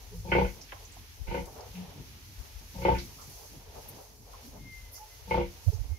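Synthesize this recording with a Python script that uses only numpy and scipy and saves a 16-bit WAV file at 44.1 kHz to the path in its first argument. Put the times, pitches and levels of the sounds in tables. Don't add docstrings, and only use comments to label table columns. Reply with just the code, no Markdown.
import sys
import numpy as np
from scipy import signal
from scipy.fft import rfft, irfft, next_fast_len
from scipy.io import wavfile
from scipy.ndimage import uniform_filter1d

SR = 44100
rng = np.random.default_rng(int(sys.argv[2]) if len(sys.argv) > 2 else 0)


def dump(signal):
    limited = np.clip(np.atleast_2d(signal).T, -1, 1)
    pcm = np.round(limited * 32767).astype(np.int16)
    wavfile.write(sys.argv[1], SR, pcm)


N = 263718
TIME = np.arange(N) / SR

# (frequency [Hz], density [dB per Hz])
RUMBLE_SPECTRUM = [(18, -38), (32, -15.5), (45, 5), (62, -1.5), (100, -1.5), (135, -24), (220, -43)]
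BODIES_SPECTRUM = [(80, -15), (135, 4.5), (180, -5.5), (260, -4), (400, -12.5), (650, -33)]
SNUFFLE_SPECTRUM = [(250, -30), (420, 4), (520, 0.5), (640, -1), (900, 0), (1080, -7.5), (1400, -15),
                    (2200, -30)]
SHAVINGS_SPECTRUM = [(3300, -27), (4200, -9), (5000, -7), (6300, -3.5), (7500, -14.5), (8600, -17),
                     (10500, -9.5), (12000, -7), (14000, -13), (15700, -14)]
SUCKLING_SPECTRUM = [(800, -1.5), (1400, -1.5), (2200, 2), (3000, 2), (3700, 0.5), (4600, -1.5), (6000, -4)]
# (time [s], level [dB])
RUMBLE_LEVEL = [(0, -51), (.2, -42.5), (.6, -53.5), (1.6, -50.5), (3.9, -53), (4.1, -56.5), (4.6, -51),
                (5.1, -56.5), (5.25, -46.5), (5.98, -54)]
JOSTLING_LEVEL = [(0.0, -60), (0.8, -65.5), (1.89, -55.5), (2.59, -64.5), (2.79, -49.5), (3.49, -66.5),
                  (3.59, -53), (3.79, -65), (3.89, -54.5), (4.09, -66.5), (4.68, -53.0), (4.78, -59),
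                  (5.08, -69.0), (5.98, -62)]
SNUFFLING_LEVEL = [(0.0, -66.5), (0.6, -56.5), (0.7, -72), (0.8, -58), (0.9, -67), (1.0, -61.5), (1.1, -70),
                   (1.59, -53.5), (2.19, -64.5), (3.39, -58.5), (3.99, -53), (4.09, -63.5), (4.58, -57.5),
                   (4.68, -72.5), (4.98, -60), (5.98, -62)]
RUSTLE_LEVEL = [(0, -56), (.8, -55.5), (.9, -54), (1.3, -57), (2, -56.5), (3.29, -54), (3.59, -59),
                (3.89, -53.5), (4.09, -59.5), (4.39, -55.5), (4.78, -60.5), (5.15, -56.5), (5.98, -56.5)]
SUCKLING_LEVEL = [(0, -58.5), (.25, -62.5), (.6, -58), (.9, -55.5), (1.5, -63), (1.6, -57.5), (2.99, -57.5),
                  (3.59, -61.5), (3.89, -56.5), (4.2, -68), (4.39, -56), (4.5, -62.5), (5.48, -58),
                  (5.98, -62.5)]
# (time [s], length [s], start pitch [Hz],
# end pitch [Hz], level [dB], overtone against fundamental [dB], roughness [0 = steady])
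CALLS = [(0.098, 0.14, 175, 165, -45.5, -48, 0.42), (0.104, 0.07, 404, 487, -48, -16, 0.54),
         (1.723, 0.13, 185.7, 171, -38.5, -34, 0.37), (1.81, 0.12, 173, 168, -49, -24.5, 0.97),
         (4.417, 0.088, 276.5, 242, -50, -14, 1.2), (4.517, 0.12, 198.7, 172, -56, -16, 0.84),
         (4.983, 0.075, 852, 876, -46.5, -34, 0.13), (5.652, 0.07, 498, 730, -49.5, -16, 1.12),
         (5.712, 0.033, 440, 358, -43, -13, 1.1)]
# (time of first strong flap [s], flap rate [Hz], rate glide [Hz/s], soft lead-in [s],
# lead-in against the grunt [dB], push [s], throat drive [dB], chest drive [dB])
GRUNTS = [(0.3176, 30.12, 20, 0.074, -14.5, 0.08, -23.5, -27),
          (1.31, 30.47, 41.6, 0.044, -7.5, 0.051, -33, -37),
          (2.8495, 30.46, 0.87, .11, -12, 0.048, -22, -28),
          (5.3094, 30.47, 12.5, 0.043, -23, 0.065, -26, -31)]
# (frequency [Hz], width [Hz], level [dB], left minus right [dB])
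CHEST = [(44.4, 12, 2, 8), (62.8, 10.6, -2, 0), (107, 22, -5.5, 1), (117, 12, -3, 2), (150, 8.2, -14, 12),
         (185.6, 14.8, 2.5, 3.5), (192, 32, -23.5, 12)]
THROAT = [(270, 14, -5, 2), (348, 9, -5, -1), (417, 14, -13, 0), (482, 15, 3, 3), (543, 18, -1, 7),
          (633, 18, -13, 4), (754, 35, -6, 4), (850, 45, -6, 3), (884, 40, -3, 3), (932, 45, -6, 3)]
SNOUT = [(1070, 160, -13.5, 26), (1494, 94, -1, -6), (1810, 140, -29, 7), (2150, 150, 8.5, -2.5),
         (2290, 69, 1, 8), (2613, 70, -3.5, -19), (2770, 25, -7, -15), (3150, 35, -22, -5),
         (3093, 130, 1.5, -4)]
# (time [s], drive [dB])
SNORTS = [(0.282, -52.5), (0.311, -22.5), (0.439, -42.5), (1.271, -45), (1.306, -48), (1.338, -40),
          (2.813, -45.5), (2.845, -35), (2.943, -39), (5.305, -36.5), (5.4, -45.5)]
# (frequency [Hz], density [dB per Hz])
RASP_SPECTRUM = [(700, -10), (920, 10.5), (1200, 1.5), (1800, -5), (3200, 0), (4200, -14), (6500, -24)]
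# (frequency [Hz], density [dB per Hz])
HISS_SPECTRUM = [(2500, -2), (3600, -1.0), (4500, 0.5), (6000, -8.0), (7500, -21.5), (12000, -23)]
# (time [s], rise [s], decay [s],
# centre [Hz], width to either side [octaves], level [dB], left minus right [dB])
SMACKS = [(.69, 0.0033, 0.013, 2340, 0.47, -50.5, -4), (.718, 0.0039, 0.014, 2020, 0.53, -41, -1),
          (.722, 0.0032, 0.019, 710, 0.75, -41.5, 0), (.76, .003, 0.01, 970, 0.29, -48, 0),
          (.965, 0.0016, 0.011, 835, 0.27, -48.5, 0), (1.745, 0.011, 0.057, 2660, 0.33, -52.5, 1),
          (2.395, 0.0064, 0.085, 600, 1, -58, 9), (3.185, 0.0054, 0.039, 1180, 0.16, -51, -4),
          (4.332, 0.0017, 0.028, 1000, 0.27, -48, 1), (4.975, 0.0028, 0.0063, 1060, 0.58, -50, -7)]
SCUFFS = [(.605, 0.015, 0.019, 5460, 0.21, -46, -5), (.848, 0.0049, 0.016, 6300, 0.16, -49.5, -5),
          (.915, .008, 0.018, 7200, 0.19, -55, 0), (1.4546, 0.0025, 0.0095, 7000, 1, -48.5, 3),
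          (1.6067, .001, .006, 5400, 0.23, -48, -4), (2.982, 0.0021, 0.032, 4400, 0.36, -41.5, -2),
          (3.21, 0.0074, 0.038, 5900, .35, -51.5, -5), (3.296, .002, 0.017, 11200, 0.31, -51, 2),
          (3.882, 0.0088, 0.011, 11900, 0.26, -41.5, 3), (4.91, 0.027, 0.049, 11900, 0.27, -47, 0),
          (4.925, 0.042, 0.03, 5630, 0.23, -46.5, -5), (5.733, 0.0033, 0.02, 5750, 0.24, -50.5, -4)]
# (time of the middle [s], half length [s], eddy rate [Hz], peak [dB],
# left minus right [dB])
PUFFS = [(1.224, 0.031, 56.8, -30, 29), (1.293, 0.02, 52, -29, -23), (2.398, .018, 61, -35, 26),
         (2.57, 0.023, 51.2, -38, 17), (5.684, 0.016, 83.6, -14, -44), (5.722, 0.027, 145.6, -35.5, -30),
         (5.749, 0.026, 70.5, -28, -33), (5.803, 0.013, 72, -22, -37), (5.847, .02, 65, -32, -33),
         (5.917, 0.026, 61, -25, -29)]
# (time of the peak [s], rise [s], fall [s], start pitch [Hz], end pitch [Hz], peak [dB])
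WHISTLES = [(4.735, .175, .2, 2154, 2022, -50.5), (4.965, 0.051, 0.041, 2050, 2055, -59),
            (5.122, 0.045, .07, 2100, 1990, -64), (5.97, .14, 0.07, 2180, 2115, -63)]

CREST_S, SWELL_DB_PER_S, RELEASE_DB_PER_S, RELEASE_S = 0.022, 147, 346, .1
CHEST_LAG_S, CHEST_SWELL_DB_PER_S, CHEST_LEAD_SHARE = 0.026, 59, .35
SNOUT_DB, RASP_DB = -20, -19.5
SNORT_FALL_DB_PER_S = 275
WHISTLE_FADE_DB, WHISTLE_ROUNDNESS = 22, 1.2
TOP_HZ = 15600


def undb(db):
    return 10 ** (np.asarray(db) / 20)


def unit(x):
    return x / np.sqrt(np.mean(x ** 2) + 1e-20)


def sides(pan_db):
    return unit(undb(np.array([[pan_db], [-pan_db]]) / 2))


def level_curve(rows):
    s, db = np.transpose(rows)
    return np.interp(TIME, s, db)


def add(out, s, sound):
    i = max(int(s * SR), 0)
    out[:, i:i + sound.shape[1]] += sound[:, :max(N - i, 0)]


def colour(x, spectrum):
    size = next_fast_len(N)
    hz, db = np.transpose(spectrum)
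    log_hz = np.log(np.fft.rfftfreq(size, 1 / SR) + 1)
    gain = undb(np.interp(log_hz, np.log(hz), db, left=-90, right=-90))
    return unit(irfft(rfft(x, size) * gain, size)[..., :N])


def walk(rate):
    k = int(SR / rate)
    steps = np.repeat(rng.standard_normal(N // k + 1), k)
    return 1.3 * uniform_filter1d(uniform_filter1d(steps, k), k)[:N]


def stereo_noise(likeness):
    c = np.clip(likeness, 0, .99)
    return np.sqrt(c) * rng.standard_normal(N) + np.sqrt(1 - c) * rng.standard_normal((2, N))


def pen(x, tail_db, t60, echo=0., lag_s=0.):
    t = np.arange(SR // 2) / SR
    tail = rng.standard_normal((2, len(t))) * np.exp(-np.log(1000) * t / t60) * (t > .003)
    response = undb(tail_db) * unit(tail) / np.sqrt(len(t))
    response[0, 0] += 1
    response[1, int(abs(lag_s) * SR)] += 1
    response[0, int(.0078 * SR)] += echo
    response[1, int(.0058 * SR)] += echo
    response = unit(response) / np.sqrt(len(t))
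    return signal.fftconvolve(x, response, axes=1)[:, :x.shape[1]]


def shed_rumble(wander_db=0.66):
    noise = colour(stereo_noise(0.84), RUMBLE_SPECTRUM)
    return noise * undb(level_curve(RUMBLE_LEVEL) + wander_db * walk(9))


def jostling_bodies(bump_db=4.5):
    noise = colour(stereo_noise(0.82), BODIES_SPECTRUM)
    return noise * undb(level_curve(JOSTLING_LEVEL) + bump_db * walk(25))


def sow_snuffling(sniff_db=3.0):
    noise = colour(stereo_noise(0.36), SNUFFLE_SPECTRUM)
    return noise * undb(level_curve(SNUFFLING_LEVEL) + sniff_db * walk(30))


def rustling_shavings(stir, grain_db=2.5, crackle_db=-7, shuffle_db=1.82, flicker_db=.6):
    sparse = rng.standard_normal((2, N)) * (rng.random((2, N)) < .06)
    flakes = sparse * undb(grain_db * np.minimum(rng.exponential(size=(2, N)), 7))
    mix = stereo_noise(0) + undb(crackle_db) * unit(flakes)
    db = level_curve(RUSTLE_LEVEL) + shuffle_db * stir + flicker_db * walk(45)
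    return sides(pan_db=-1.1) * colour(mix, SHAVINGS_SPECTRUM) * undb(db)


def suckling_mouths(stir, gulp_db=0.57, flicker_db=.6):
    db = level_curve(SUCKLING_LEVEL) + gulp_db * stir + flicker_db * walk(35)
    return sides(pan_db=-2.5) * colour(stereo_noise(0), SUCKLING_SPECTRUM) * undb(db)


def calls(waver=0.096, shimmer_db=4):
    out = np.zeros((2, N))
    for s, length, start_hz, end_hz, db, overtone_db, rough in CALLS:
        u = np.linspace(0, 1, int(length * SR))
        glide_hz = start_hz + (end_hz - start_hz) * u
        hz = glide_hz * (1 + waver * rough * walk(179)[:len(u)])
        phase = 2 * np.pi * np.cumsum(hz) / SR
        tone = np.sin(phase) + undb(overtone_db) * np.sin(2 * phase)
        note = unit(tone * undb(shimmer_db * rough * walk(220)[:len(u)]))
        swell = np.sin(np.pi * u) ** 2
        add(out, s, sides(pan_db=1.5) * undb(db) * note * swell)
    return pen(out, tail_db=-7, t60=0.25)


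def ring(modes, edge_hz, twist):
    t = np.arange(SR // 2) / SR
    response = np.zeros((2, len(t)))
    for k, (hz, width, db, pan) in enumerate(modes):
        decay = np.sqrt(width) * np.exp(-np.pi * width * t)
        response += sides(pan) * undb(db) * decay * np.cos(2 * np.pi * hz * t - twist * k)
    band = signal.butter(4, [modes[0][0] * 0.79, edge_hz], "band", fs=SR, output="sos")
    return unit(signal.sosfilt(band, response)) / np.sqrt(len(t))


def folds(t, start, rate, glide, gains, breathiness, puff_s, leak_db=-47, jitter=.015):
    count = np.arange(-4, 8)
    uneven_count = count + jitter * rng.standard_normal(len(count))
    flaps = start + uneven_count / (rate + glide * count / rate / 2)
    flaps = flaps[(flaps > t[0]) & (flaps < t[-1])]
    at = ((flaps - t[0]) * SR).astype(int)
    clicks, trickle = np.zeros((2, len(t) + SR // 2))
    clicks[at] = gains[at] * np.sqrt(SR / rate)
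    trickle[:len(t)] = np.minimum(gains, undb(leak_db))
    keep = np.exp(-2 / (puff_s * SR))
    share = np.clip(breathiness, 0, 1)
    puff_power = signal.lfilter([1 - keep], [1, -keep], clicks ** 2)
    air_power = share * puff_power + trickle ** 2
    air = np.sqrt(air_power) * rng.standard_normal(len(clicks))
    return (np.sqrt(1 - share) * clicks + air)[None]


def effort(age, push_s, swell):
    return -swell * np.maximum(CREST_S - age, 0) - RELEASE_DB_PER_S * np.maximum(age - push_s, 0)


def snorts(t):
    return sum((t > s) * undb(db - SNORT_FALL_DB_PER_S * np.abs(t - s)) for s, db in SNORTS)


def rasp(air):
    return undb(RASP_DB) * colour(air, RASP_SPECTRUM) * np.sqrt(np.mean(air ** 2))


def nostril_hiss(flow, air_db=-41.5):
    hiss = colour(stereo_noise(0), HISS_SPECTRUM)
    return undb(air_db) * uniform_filter1d(flow, size=900) * hiss * sides(pan_db=-3.5)


def sow(air_follow=0.42):
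    low, mid, high, torn = np.zeros((4, 2, N))
    flow = np.zeros(N)
    chest = ring(CHEST, edge_hz=196, twist=2.26)
    throat = ring(THROAT, edge_hz=1630, twist=1.426)
    snout = ring(SNOUT, edge_hz=3000, twist=1.93)
    for s, rate, glide, lead_s, lead_db, push_s, throat_db, chest_db in GRUNTS:
        age = np.arange(-lead_s, push_s + RELEASE_S, 1 / SR)
        t = s + age
        soft_db = lead_db * (age < -.5 / rate)
        db = throat_db + soft_db + effort(age, push_s, SWELL_DB_PER_S)
        chest_effort = effort(age - CHEST_LAG_S, push_s, CHEST_SWELL_DB_PER_S)
        deep_db = chest_db + CHEST_LEAD_SHARE * soft_db + chest_effort
        nasal = np.hypot(undb(db + SNOUT_DB), snorts(t))
        flaps = t, s, rate, glide
        chest_flaps = folds(*flaps, undb(deep_db), breathiness=0.082, puff_s=0.018)
        throat_flaps = folds(*flaps, undb(db), breathiness=0.36, puff_s=0.02)
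        snout_flaps = folds(*flaps, nasal, breathiness=0.65, puff_s=0.0073)
        add(low, t[0], signal.fftconvolve(chest_flaps, chest))
        add(mid, t[0], signal.fftconvolve(throat_flaps, throat))
        add(high, t[0], signal.fftconvolve(snout_flaps, snout))
        add(torn, t[0], folds(*flaps, undb(db), breathiness=0.96, puff_s=0.0097))
        flow += np.interp(TIME, t, undb(air_follow * db), left=0, right=0)
    body = pen(low, tail_db=-17, t60=0.4) + pen(mid, tail_db=-5, t60=0.14, echo=0.5, lag_s=0.00026)
    nose = pen(high, tail_db=6.5, t60=0.16, echo=0.19, lag_s=0.0004)
    return body + nose + pen(rasp(torn), tail_db=4.5, t60=0.26) + nostril_hiss(flow)


def bursts(rows, grain_db):
    out = np.zeros((2, N))
    t = np.arange(SR // 4) / SR
    f = np.fft.rfftfreq(len(t), 1 / SR) + 1
    for s, rise, decay, hz, octaves, db, pan_db in rows:
        grains = rng.standard_normal((2, len(t))) * undb(grain_db * rng.exponential(size=(2, len(t))))
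        shape = np.minimum(t / rise, 1) * np.exp(-np.maximum(t - rise, 0) / decay)
        band = np.exp(-(np.log2(f / hz) / octaves) ** 2 / 2)
        cloud = shape * irfft(rfft(grains) * band, len(t))
        cloud = np.array([unit(c) for c in cloud]) * np.sqrt(np.mean(shape ** 2))
        add(out, s, undb(db) * sides(pan_db) * cloud)
    return out


def smacks_and_scuffs():
    return pen(bursts(SMACKS, grain_db=3) + bursts(SCUFFS, grain_db=1.5), tail_db=-15, t60=0.2)


def puffs(unsteady=0.36):
    out = np.zeros((2, N))
    for s, length, hz, db, pan_db in PUFFS:
        t = np.arange(-3 * length, 3 * length, 1 / SR)
        uneven_hz = hz * (1 + unsteady * walk(150.0)[:len(t)])
        phase = 2 * np.pi * (np.cumsum(uneven_hz) / SR + rng.random())
        add(out, s + t[0], sides(pan_db) * undb(db) * np.sin(phase) * np.exp(-(t / length) ** 2))
    return out


def whistles(waver=.004, flutter_db=2.5):
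    out = np.zeros((2, N))
    for s, rise, fall, start_hz, end_hz, peak_db in WHISTLES:
        t = np.arange(-rise, fall, 1 / SR)
        hz = np.linspace(start_hz, end_hz, len(t)) * (1 + waver * walk(183)[:len(t)])
        tone = unit(np.sin(2 * np.pi * np.cumsum(hz) / SR))
        fade_db = WHISTLE_FADE_DB * np.maximum(-t / rise, t / fall) ** WHISTLE_ROUNDNESS
        db = peak_db - fade_db + flutter_db * walk(53.3)[:len(t)]
        add(out, s - rise, sides(pan_db=6) * undb(db) * tone)
    return pen(out, tail_db=-10, t60=.3)


def scene():
    stir = walk(14)
    shed_litter_and_breath = sides(pan_db=1.5) * (shed_rumble() + jostling_bodies() + sow_snuffling())
    beds = shed_litter_and_breath + rustling_shavings(stir) + suckling_mouths(stir)
    return beds + calls() + sow() + smacks_and_scuffs() + puffs() + whistles()


def record(dry):
    thin = signal.sosfilt(signal.butter(4, 31, "high", fs=SR, output="sos"), dry)
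    return signal.sosfilt(signal.ellip(10, .2, 80, TOP_HZ, fs=SR, output="sos"), thin)


dry = scene()
out = record(dry)
dump(out)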